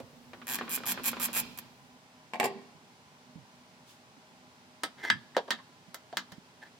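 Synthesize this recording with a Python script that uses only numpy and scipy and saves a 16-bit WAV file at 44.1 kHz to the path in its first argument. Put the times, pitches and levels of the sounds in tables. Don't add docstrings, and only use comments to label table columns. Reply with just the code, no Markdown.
import sys
import numpy as np
from scipy import signal
from scipy.fft import rfft, irfft
from scipy.io import wavfile
from scipy.ndimage import uniform_filter1d

SR = 44100
rng = np.random.default_rng(int(sys.argv[2]) if len(sys.argv) > 2 else 0)


def unload_audio(sound):
    columns = np.transpose(np.atleast_2d(sound))
    steps = np.round(np.clip(columns, -1, 1) * 32767)
    wavfile.write(sys.argv[1], SR, steps.astype(np.int16))


N = 299736
TIME = np.arange(N) / SR
HIT_SIZE = 8192
CUTOFF_HZ = 16000

# [pitch_hz, level_db]
FAN_COLOUR = [(15, -97), (25, -43), (97, -12.5), (130, -6), (217, -7), (249, 8), (301, -14), (373, -11),
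              (489, -14.5), (818, -15), (1290, -18), (1700, -18), (2220, -17.5), (5430, -21.5),
              (16000, -40.5)]
# [pitch_hz, width_hz, lift_db]
FAN_MODES = [(234.6, 10.5, -8), (264.4, 31, -9.5), (621.6, 19, 9.5), (780, 7.2, 5), (840, 180, 5.5),
             (1004, 29, 10), (1117, 8.8, 10.5), (1420, 300, 4)]
FAN_DB = -58
# [pitch_hz, likeness_0_to_1]
LIKENESS = [(50, 0.86), (250, 0.94), (1000, 0.9), (1800, 0.044), (4000, 0.21), (12000, 0.0196)]
# [pitch_hz, difference_db]
BALANCE = [(30, -10), (70, -9), (150, -3.5), (260, -2.5), (600, -1.5), (1200, 4), (2500, -4), (5000, 0),
           (8000, -2), (14000, -2.5)]
# [pitch_hz, level_db]
GARAGE_COLOUR = [(80, -2.5), (180, -0.5), (246, 3), (330, -5), (600, -17), (1000, -10), (1700, -16),
                 (2450, -16.5), (3100, -13.5), (4500, -10), (8000, -30), (15000, -40.5)]
GARAGE_T60_S = 0.74

# [start_s, end_s, level_db]
LEANING = [(0, .5, -54.5), (.6, 1.88, -58)]
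# [pitch_hz, level_db]
SHUDDER_COLOUR = [(30, -18), (70, -13), (140, 2), (210, -10), (246, 13), (290, -24), (450, -8.5),
                  (1200, -29.5)]
JOLT_DB, JOLT_S = -53.5, 0.11
SHUDDER_ATTACK_S, SHUDDER_RELEASE_S = 0.02, 0.075
# [start_s, level_db, starting_pitch_hz, t60_s]
BUMPS = [(0.002, -35.5, 278, .05), (0.028, -40, 135, 0.076), (2.553, -42.5, 248, 0.15),
         (2.746, -46.5, 169, 0.07), (3.354, -37.5, 194, 0.16), (4.17, -46, 280, 0.067),
         (4.833, -43, 335, 0.16), (5.118, -40, 143, 0.13), (5.147, -37.5, 187, 0.15),
         (5.531, -43.5, 273, 0.17), (5.88, -47, 203, .11), (6.32, -44, 184, 0.095),
         (6.379, -34, 215, 0.028)]
# [start_s, end_s, level_db]
GLOVE_SLIDES = [(3.48, 3.6, -77), (3.85, 3.91, -58)]
# [pitch_hz, level_db]
GLOVE_COLOUR = [(1000, -42), (3000, 5), (8000, -2), (15000, -10)]
GLOVE_ATTACK_S, GLOVE_RELEASE_S = 0.053, 0.039

# [start_s, end_s, scrape_db, squeak_db]
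SLIPS = [(4.973, 5.023, -50, -53), (5.025, 5.054, -35, -38), (5.049, 5.104, -45, -39),
         (6.609, 6.638, -49, -72), (6.647, 6.678, -53.5, -72)]
# [pitch_hz, level_db]
SCRAPE_COLOUR = [(200, -22.5), (330, -2), (500, -8), (900, -1.5), (1100, -9), (1350, -6), (1480, -6),
                 (1850, 2), (2150, -4.5), (2600, -10), (3500, -11), (7000, -24), (15000, -33)]
SLIP_ATTACK_S, SLIP_RELEASE_S = 0.025, 0.0059
# [pitch_ratio, level_db]
SQUEAK_PARTIALS = [(1, 1), (1.66, -16), (2.74, -20)]
SQUEAK_HZ, SQUEAK_SAG_HZ_PER_S = 2080, 680
# [start_s, level_db, thud_db, hard_edge_db, favoured_hz, favoured_lift_db,
# reflections_db, ring_db, leading_tone_hz]
ROD_TAPS = [(4.834, 9.5, 0.5, 7, 8900, 13.5, 1, -35, 1297),
            (5.1005, 22, -23, -10.5, 1730, 9.5, -7.5, -29, 1560),
            (5.348, -11, -16, -18, 1850, 4, 1, -54.5, 1814),
            (5.3664, 10.5, 22, -0.5, 455, 10, -9, -64, 1297), (5.3739, 9, 16, -8, 620, -2, 6.5, -65, 1297),
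            (5.479, -9.5, 21.5, -8, 1120, 11, 5, -70, 1297),
            (5.5057, 17, -16, 0.5, 3740, 1.5, -1, -35, 1814),
            (5.587, -10.5, -7, -17, 1060, 17, 0, -60, 1814),
            (5.9438, -5, 4.5, 23.5, 1350, 13, -5, -51, 1297),
            (6.127, -8.5, 17.5, -7, 720, 13, -2, -79, 1297),
            (6.17, 13.5, -15.5, 5.5, 1250, 5.5, -2.5, -38, 3830),
            (6.3195, -8, 2.5, 10, 1660, -2, -1, -59.5, 1814)]
# [pitch_hz, level_db]
ROD_COLOUR = [(40, -58), (110, -28.5), (230, -5.5), (400, -6.5), (620, -3), (930, -3.5), (1250, -4.5),
              (1730, -7), (3600, -8), (5200, -13.5), (9200, -26.5), (16000, -31)]
# [pitch_hz, width_hz, lift_db]
ROD_MODES = [(352, 100, 2.5), (470, 33, 1), (607, 92, 2.5), (780, 68, 1.5), (947, 63, 6), (1130, 290, -1),
             (1614, 210, 9), (1760, 110, 6), (2046, 67, 2.5), (2500, 820, -4.5), (3114, 220, 5),
             (3290, 80, 5), (3960, 73, 5), (3730, 76, 3), (4550, 140, 8), (5600, 57, 6), (6770, 150, 6),
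             (8330, 150, 3)]
# [pitch_hz, level_db, t60_s]
ROD_RINGS = [(1294, -3, 0.12), (1610, -9, 0.039), (1650, -8, .05), (1836, 3, 0.096), (2044, 5, 0.09),
             (2126, 1, 0.055), (2970, -7, 0.065), (3235, -17, .08), (3480, -6.5, 0.071), (3830, -0.5, 0.08),
             (3760, -15, 0.11), (4900, -8, .13), (5146, -35, .14), (7400, -17, .09), (7900, -20, 0.13),
             (8500, -13, 0.091)]

# [start_s, level_db, thud_db, hard_edge_db, favoured_hz, favoured_lift_db]
WRENCH_LANDINGS = [(2.335, 4.5, -16, -14.5, 915, 10), (2.3435, -3, -2, -12, 760, 10),
                   (2.356, -5, -1, -10, 745, 5), (2.399, 12.5, -7.5, -1.5, 1850, 5),
                   (2.4075, 5, 2.5, -10, 810, 12), (2.421, -7, 0, -1, 729, 11),
                   (2.4296, 5.5, -8, -8, 1660, 7), (2.4372, -1, 1, -13, 384, 6),
                   (2.4408, 5.5, -1, 7.5, 730, 5), (2.4447, 3.5, -7, 7, 4900, 10.5),
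                   (2.4501, -0.5, 4, 3, 375, 2), (2.456, 2.5, 1.5, 7, 824, 4),
                   (2.463, -2.5, 9.5, -2, 390, 8.5), (2.476, -9.5, 4, -3, 810, 11)]
# [pitch_hz, level_db]
PANEL_COLOUR = [(40, -37), (160, -11.5), (270, -7), (440, 0), (930, -3), (1400, 2), (1750, -4),
                (3600, -15.5), (9200, -22), (16000, -31)]
# [pitch_hz, width_hz, lift_db]
PANEL_MODES = [(238, 46, 6), (394, 41, 7), (479, 63, 7.5), (646, 51, 9), (729, 29, 10), (850, 90, 8),
               (1057, 104, 8), (1375, 370, -18.5), (1898, 57, 7.5), (2290, 114, 11), (2720, 130, 7.5),
               (3370, 340, 1), (4550, 65, 5), (6300, 700, -4.5), (7290, 160, 13.5), (8100, 500, 6),
               (11940, 400, 11)]

# [start_s, level_db, thud_db, hard_edge_db, favoured_hz, favoured_lift_db]
SOCKET_KNOCKS = [(.001, -14, 24.5, 26, 556, 5.5), (0.333, -6, 6.5, 2, 1840, 4),
                 (0.416, -6, -10.5, -13, 1240, 8), (0.587, -0.5, -2, 15, 1770, 14.5),
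                 (0.6105, 5.5, 3, -41, 1150, 7.5), (0.679, 0, -3, -13, 1270, 0),
                 (0.776, -1, -3, -4, 1570, 6), (0.804, -11.5, 14.5, -15, 380, 9),
                 (0.835, -2, 1.5, 4, 1230, 11), (0.941, -14, 15, -14, 1760, 18),
                 (0.9749, 3.5, -2, -30, 1520, 4), (0.9965, -6.5, 8, -10, 1030, 9),
                 (1.131, 0.5, 4, -16, 1380, 9), (1.1674, -1, 1.5, 0, 1010, 10),
                 (1.201, -3, -12, 13, 1230, 16), (1.285, -2.5, 6, -9, 880, 3),
                 (1.361, -4.5, 4.5, -14, 1320, 14.5)]
# [pitch_hz, level_db]
MOUNT_COLOUR = [(40, -31), (160, -16), (260, -7), (440, -2), (930, -5), (1730, -4), (3600, -10),
                (9200, -36), (16000, -48)]
# [pitch_hz, width_hz, lift_db]
MOUNT_MODES = [(250, 62, 9.3), (490, 23, 0.92), (1040, 28, 5.8), (1220, 56, 2.3), (1450, 86, 3.8),
               (2420, 108, 4.5)]
THUD_ABOVE_HZ, THUD_BELOW_HZ, EDGE_ABOVE_HZ = 338, 810, 6250
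FOCUS_OCTAVES = 0.23

# [start_s, end_s, teeth, start_slowness, level_db, treble_db,
# favoured_hz, favoured_lift_db]; half of start_slowness is the delay at mid-swing, as a share of the swing
SWINGS = [(0.469, 0.5546, 11, 0.003, 3, -2, 1790, 4), (0.6937, 0.76, 11, -0.018, -3, 7, 2400, 3.5),
          (0.8563, 0.9183, 12, .1, 3, 1.5, 2880, -1), (1.0348, 1.0907, 13, 0.1, 0.5, 4.5, 2520, 3.5),
          (1.198, 1.256, 13, .06, -.5, 5.5, 2410, 1.5), (1.33, 1.4, 15, 0.08, 0.5, 4, 2540, 5.5)]
# [start_s, level_db]
LONE_TEETH = [(0.584, -15), (0.7825, -12), (1.115, -6.5), (1.575, -6), (1.587, -2)]
LONE_TOOTH_HZ, LONE_TOOTH_LIFT_DB = 2300, 2
# [pitch_hz, level_db]
PAWL_COLOUR = [(100, -30.5), (250, -7.5), (500, -12), (1100, -8), (1800, -6), (3000, -6.5), (4500, -10.5),
               (6000, -9.5), (9000, -8.5), (13000, -2), (16000, -13)]
# [pitch_hz, width_hz, lift_db]
WRENCH_MODES = [(1085, 37, 8.5), (2370, 57, 4), (7340, 380, 8.5), (9800, 2200, -2), (11820, 410, 4.5)]
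# [pitch_hz, level_db, t60_s]
HEAD_RINGS = [(2440, -62, 0.058), (7670, -64, .04), (12000, -57, 0.035), (12300, -46, 0.039)]
SWING_EASE = 0.03
SOFT_START_DB, FIRM_AFTER_TEETH = -4.5, 1.13
TOOTH_JITTER_S, TOOTH_SPREAD_DB = 0.0002, 1.5
SWING_BRIGHTENS_DB = 6
PAWL_BOUNCE_S, PAWL_BOUNCE_DB = 0.0012, -1


def from_db(db):
    return 10 ** (np.asarray(db) / 20)


def bins(size):
    return np.maximum(np.arange(size // 2 + 1) * SR / size, 1)


def at_hz(points, hz):
    f, value = np.transpose(points)
    return np.interp(np.log(hz), np.log(f), value)


def peaks(modes, hz):
    return sum(db / (1 + (2 * (hz - f) / width) ** 2) for f, width, db in modes)


def favoured(hz, focus_hz, octaves=FOCUS_OCTAVES):
    return 1 / (1 + (2 * np.log2(hz / focus_hz) / octaves) ** 2)


def colour(x, db):
    size = x.shape[-1]
    cepstrum = irfft(np.log(from_db(db)), size)
    fold = 1 + np.sign(size / 2 - np.arange(size))
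    fold[0] = 1
    return irfft(rfft(x) * np.exp(rfft(cepstrum * fold)), size)


def diffuse(size):
    alike = np.clip(at_hz(LIKENESS, bins(size)), -.99, .99)
    mid, side = rfft(rng.standard_normal((2, size)))
    shared = np.sqrt(1 + alike) * mid
    opposed = np.sqrt(1 - alike) * side * [[1], [-1]]
    return irfft((shared + opposed) / np.sqrt(2), size)


def unit_energy(x):
    return x / np.sqrt(np.mean(np.sum(x ** 2, axis=-1)))


def unit_rms(x):
    return x / np.sqrt(np.mean(x ** 2))


def add(out, s, sound):
    at = max(round(s * SR), 0)
    out[:, at:at + sound.shape[1]] += sound[:, :N - at]


def swell(rows, attack_s, release_s):
    gain = 0
    for start, end, db in rows:
        rise = np.clip((TIME - start) / attack_s, 0, 1)
        fall = np.exp(-np.clip((TIME - end) / release_s, 0, 20))
        gain = gain + from_db(db) * rise * fall
    return gain


def decay(t, t60):
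    return np.exp(-np.log(1000) * t / t60)


def wash(spectrum, modes=()):
    hz = bins(N)
    return unit_rms(colour(diffuse(N), at_hz(spectrum, hz) + peaks(modes, hz)))


def contact(crack_t60, bay_t60, bay_db, direct, rise_s, damping=1.64, damped_hz=5500):
    t, hz = np.arange(HIT_SIZE) / SR, bins(HIT_SIZE)
    direct = np.clip(direct, 0, 1)
    crack = np.sqrt(direct) * rng.standard_normal(HIT_SIZE) + np.sqrt(1 - direct) * diffuse(HIT_SIZE)
    crack = unit_energy(crack * decay(t, crack_t60) * (1 - np.exp(-t / rise_s)))
    echoes, fade = diffuse(HIT_SIZE), decay(t, bay_t60)
    dull = irfft(rfft(echoes) / (1 + (hz / damped_hz) ** 4))
    bright = echoes - dull
    bay = unit_energy((dull * fade + bright * fade ** damping) * np.minimum(t / 0.0033, 1))
    return unit_energy(crack + from_db(bay_db) * bay)


def blow(hit, body, modes, db, thud_db, edge_db, focus_hz, focus_db):
    hz = bins(HIT_SIZE)
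    power = np.mean(abs(rfft(hit)) ** 2, axis=0)
    uneven_db = 10 * np.log10(uniform_filter1d(power, size=41))
    thud = 1 / (1 + (hz / THUD_BELOW_HZ) ** 4) / (1 + (THUD_ABOVE_HZ / hz) ** 4)
    edge = 1 / (1 + (EDGE_ABOVE_HZ / hz) ** 3)
    stroke_db = db + thud_db * thud + edge_db * edge + focus_db * favoured(hz, focus_hz)
    body_db = at_hz(body, hz) + peaks(modes, hz)
    return colour(hit, stroke_db + body_db - uneven_db)


def ring(tones, spread_db, port_phase):
    t, out = np.arange(HIT_SIZE) / SR, 0
    for hz, db, t60 in tones:
        strength_db = db + spread_db * rng.standard_normal()
        phase = port_phase * rng.standard_normal((2, 1))
        out = out + from_db(strength_db) * np.sin(2 * np.pi * hz * t + phase) * decay(t, t60)
    return out * np.minimum(t / 0.0015, 1)


def fan(lag_s=.00022):
    left, right = from_db(FAN_DB) * wash(FAN_COLOUR, FAN_MODES)
    return np.array([np.roll(left, round(lag_s * SR)), right])


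def garage(x, size=32768):
    t = np.arange(size) / SR
    build_up = np.minimum(t / 0.0088, 1)
    tail = unit_energy(diffuse(size) * decay(t, GARAGE_T60_S) * build_up)
    return signal.fftconvolve(x, colour(tail, at_hz(GARAGE_COLOUR, bins(size))), axes=1)[:, :N]


def shudder():
    jolts = [(end, end + JOLT_S, JOLT_DB) for _, end, *_ in SWINGS]
    pressure = swell(list(LEANING) + jolts, SHUDDER_ATTACK_S, SHUDDER_RELEASE_S)
    return pressure * wash(SHUDDER_COLOUR)


def bumps(rise_s=0.0073, dull_db=-8, sag_s=0.11, pan_db=3):
    out, t, hz = np.zeros((2, N)), np.arange(HIT_SIZE) / SR, bins(HIT_SIZE)
    for s, db, pitch, t60 in BUMPS:
        around_pitch_db = -30 * np.log10(1 + (hz / pitch - pitch / hz) ** 2)
        thud = unit_rms(colour(diffuse(HIT_SIZE), around_pitch_db))
        tone = np.sin(2 * np.pi * pitch * sag_s * np.log(1 + t / sag_s))
        push = np.sin(np.pi / 2 * np.minimum(t / rise_s, 1)) ** 2
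        add(out, s, from_db(db) * (tone + from_db(dull_db) * thud) * push * decay(t, t60))
    return out * from_db([[-pan_db], [pan_db]])


def gloves():
    return swell(GLOVE_SLIDES, GLOVE_ATTACK_S, GLOVE_RELEASE_S) * wash(GLOVE_COLOUR)


def scrape(slips_per_s=1200, hiss_db=-22):
    hz = bins(N)
    clicks = (rng.random(N) < slips_per_s / SR) * rng.standard_normal(N)
    rubbing = clicks + from_db(hiss_db) * diffuse(N)
    pressure = swell([row[:3] for row in SLIPS], SLIP_ATTACK_S, SLIP_RELEASE_S)
    return pressure * unit_rms(colour(rubbing, at_hz(SCRAPE_COLOUR, hz) + peaks(ROD_MODES, hz)))


def squeak(rough=0.64, waver_hz=22):
    out = np.zeros((2, N))
    waver = waver_hz * unit_rms(uniform_filter1d(rng.standard_normal(N), size=400))
    for start, end, _, db in SLIPS:
        pitch = SQUEAK_HZ - SQUEAK_SAG_HZ_PER_S * np.clip(TIME - start, 0, end - start) + waver
        phase = 2 * np.pi * np.cumsum(pitch) / SR
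        note = sum(from_db(partial_db) * np.sin(ratio * phase) for ratio, partial_db in SQUEAK_PARTIALS)
        out += swell([(start, end, db)], SLIP_ATTACK_S, SLIP_RELEASE_S) * note
    roughness = unit_rms(uniform_filter1d(rng.standard_normal((2, N)), size=200))
    return out * (1 + rough * roughness)


def rod_ring(ring_hz, lift_db=9, octaves=.12):
    tones = [(hz, db + lift_db * favoured(hz, ring_hz, octaves), t60) for hz, db, t60 in ROD_RINGS]
    return ring(tones, spread_db=2.0, port_phase=0.42)


def rod_taps(damped_per_db=.018):
    out = np.zeros((2, N))
    for s, *stroke, bay_db, ring_db, ring_hz in ROD_TAPS:
        thud_db = stroke[1]
        free = np.exp(-damped_per_db * max(thud_db, 0))
        hit = contact(crack_t60=0.017 * free, bay_t60=0.14 * free, bay_db=bay_db, direct=0.8,
                      rise_s=0.0005, damping=1.7)
        tap = blow(hit, ROD_COLOUR, ROD_MODES, *stroke)
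        add(out, s, tap + from_db(ring_db) * rod_ring(ring_hz))
    return out


def wrench_on_panel():
    out = np.zeros((2, N))
    for s, *stroke in WRENCH_LANDINGS:
        hit = contact(crack_t60=0.012, bay_t60=0.125, bay_db=-4.5, direct=0.13, rise_s=0.00071)
        add(out, s, blow(hit, PANEL_COLOUR, PANEL_MODES, *stroke))
    return out


def socket():
    out = np.zeros((2, N))
    for s, *stroke in SOCKET_KNOCKS:
        hit = contact(crack_t60=0.012, bay_t60=0.09, bay_db=-1.5, direct=0.94, rise_s=0.0004)
        add(out, s, blow(hit, MOUNT_COLOUR, MOUNT_MODES, *stroke))
    return out


def tooth_clicks():
    # start_s, level_db, treble_db, favoured_hz, favoured_lift_db
    clicks = [(s, db, 0, LONE_TOOTH_HZ, LONE_TOOTH_LIFT_DB) for s, db in LONE_TEETH]
    for start, end, teeth, lean, swing_db, treble_db, *tone in SWINGS:
        tooth = np.arange(int(round(teeth)))
        turn = tooth / tooth[-1]
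        when = turn + SWING_EASE * np.sin(2 * np.pi * turn) + lean * np.sin(np.pi * turn) / 2
        slip, force = rng.standard_normal((len(tooth), 2)).T
        times = start + (end - start) * when + TOOTH_JITTER_S * slip
        firmness_db = SOFT_START_DB * np.exp(-tooth / FIRM_AFTER_TEETH)
        levels = swing_db + firmness_db + TOOTH_SPREAD_DB * force
        trebles = treble_db + SWING_BRIGHTENS_DB * (turn - .5)
        clicks += [(*click, *tone) for click in zip(times, levels, trebles)]
    return clicks


def ratchet(grip_db=4.0, detune=0.018, repeat=.5):
    out, hz = np.zeros((2, N)), bins(HIT_SIZE)
    treble = 1 / (1 + (5000 / hz) ** 2)
    clicks = tooth_clicks()
    for s, db, *_ in clicks:
        add(out, s, from_db(db) * ring(HEAD_RINGS, spread_db=-3, port_phase=1.0))
    clicks += [(s + PAWL_BOUNCE_S, db + PAWL_BOUNCE_DB, *tone) for s, db, *tone in clicks]
    usual, *own = [contact(crack_t60=.006, bay_t60=0.089, bay_db=-2.5, direct=0.1, rise_s=0.001)
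                   for _ in range(len(clicks) + 1)]
    grips = rng.standard_normal((len(clicks), len(WRENCH_MODES), 2))
    for (s, db, treble_db, focus_hz, focus_db), variation, grip in zip(clicks, own, grips):
        modes = [(f * (1 + detune * shift), width, mode_db + grip_db * hold)
                 for (f, width, mode_db), (hold, shift) in zip(WRENCH_MODES, grip)]
        click = np.sqrt(repeat) * usual + np.sqrt(1 - repeat) * variation
        steel_db = at_hz(PAWL_COLOUR, hz) + peaks(modes, hz)
        snap_db = db + treble_db * treble + focus_db * favoured(hz, focus_hz)
        add(out, s, colour(click, steel_db + snap_db))
    return out


def scene():
    wrench = from_db(-6.0) * ratchet() + from_db(-0.5) * socket()
    clack = from_db(2.5) * wrench_on_panel()
    rod = from_db(-2.0) * rod_taps() + scrape() + squeak()
    body = bumps() + from_db(-5.0) * shudder() + gloves()
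    echo = garage(from_db(6.0) * wrench + from_db(-1.0) * clack + from_db(-11.5) * rod)
    return wrench + clack + rod + body + echo + fan()


def record(dry):
    tilt_db = at_hz(BALANCE, bins(N)) / 2
    ports = np.array([colour(dry[0], tilt_db), colour(dry[1], -tilt_db)])
    top_cut = signal.ellip(12, .1, 70, CUTOFF_HZ, fs=SR, output="sos")
    return signal.sosfilt(top_cut, ports)


dry = scene()
out = record(dry)
unload_audio(out)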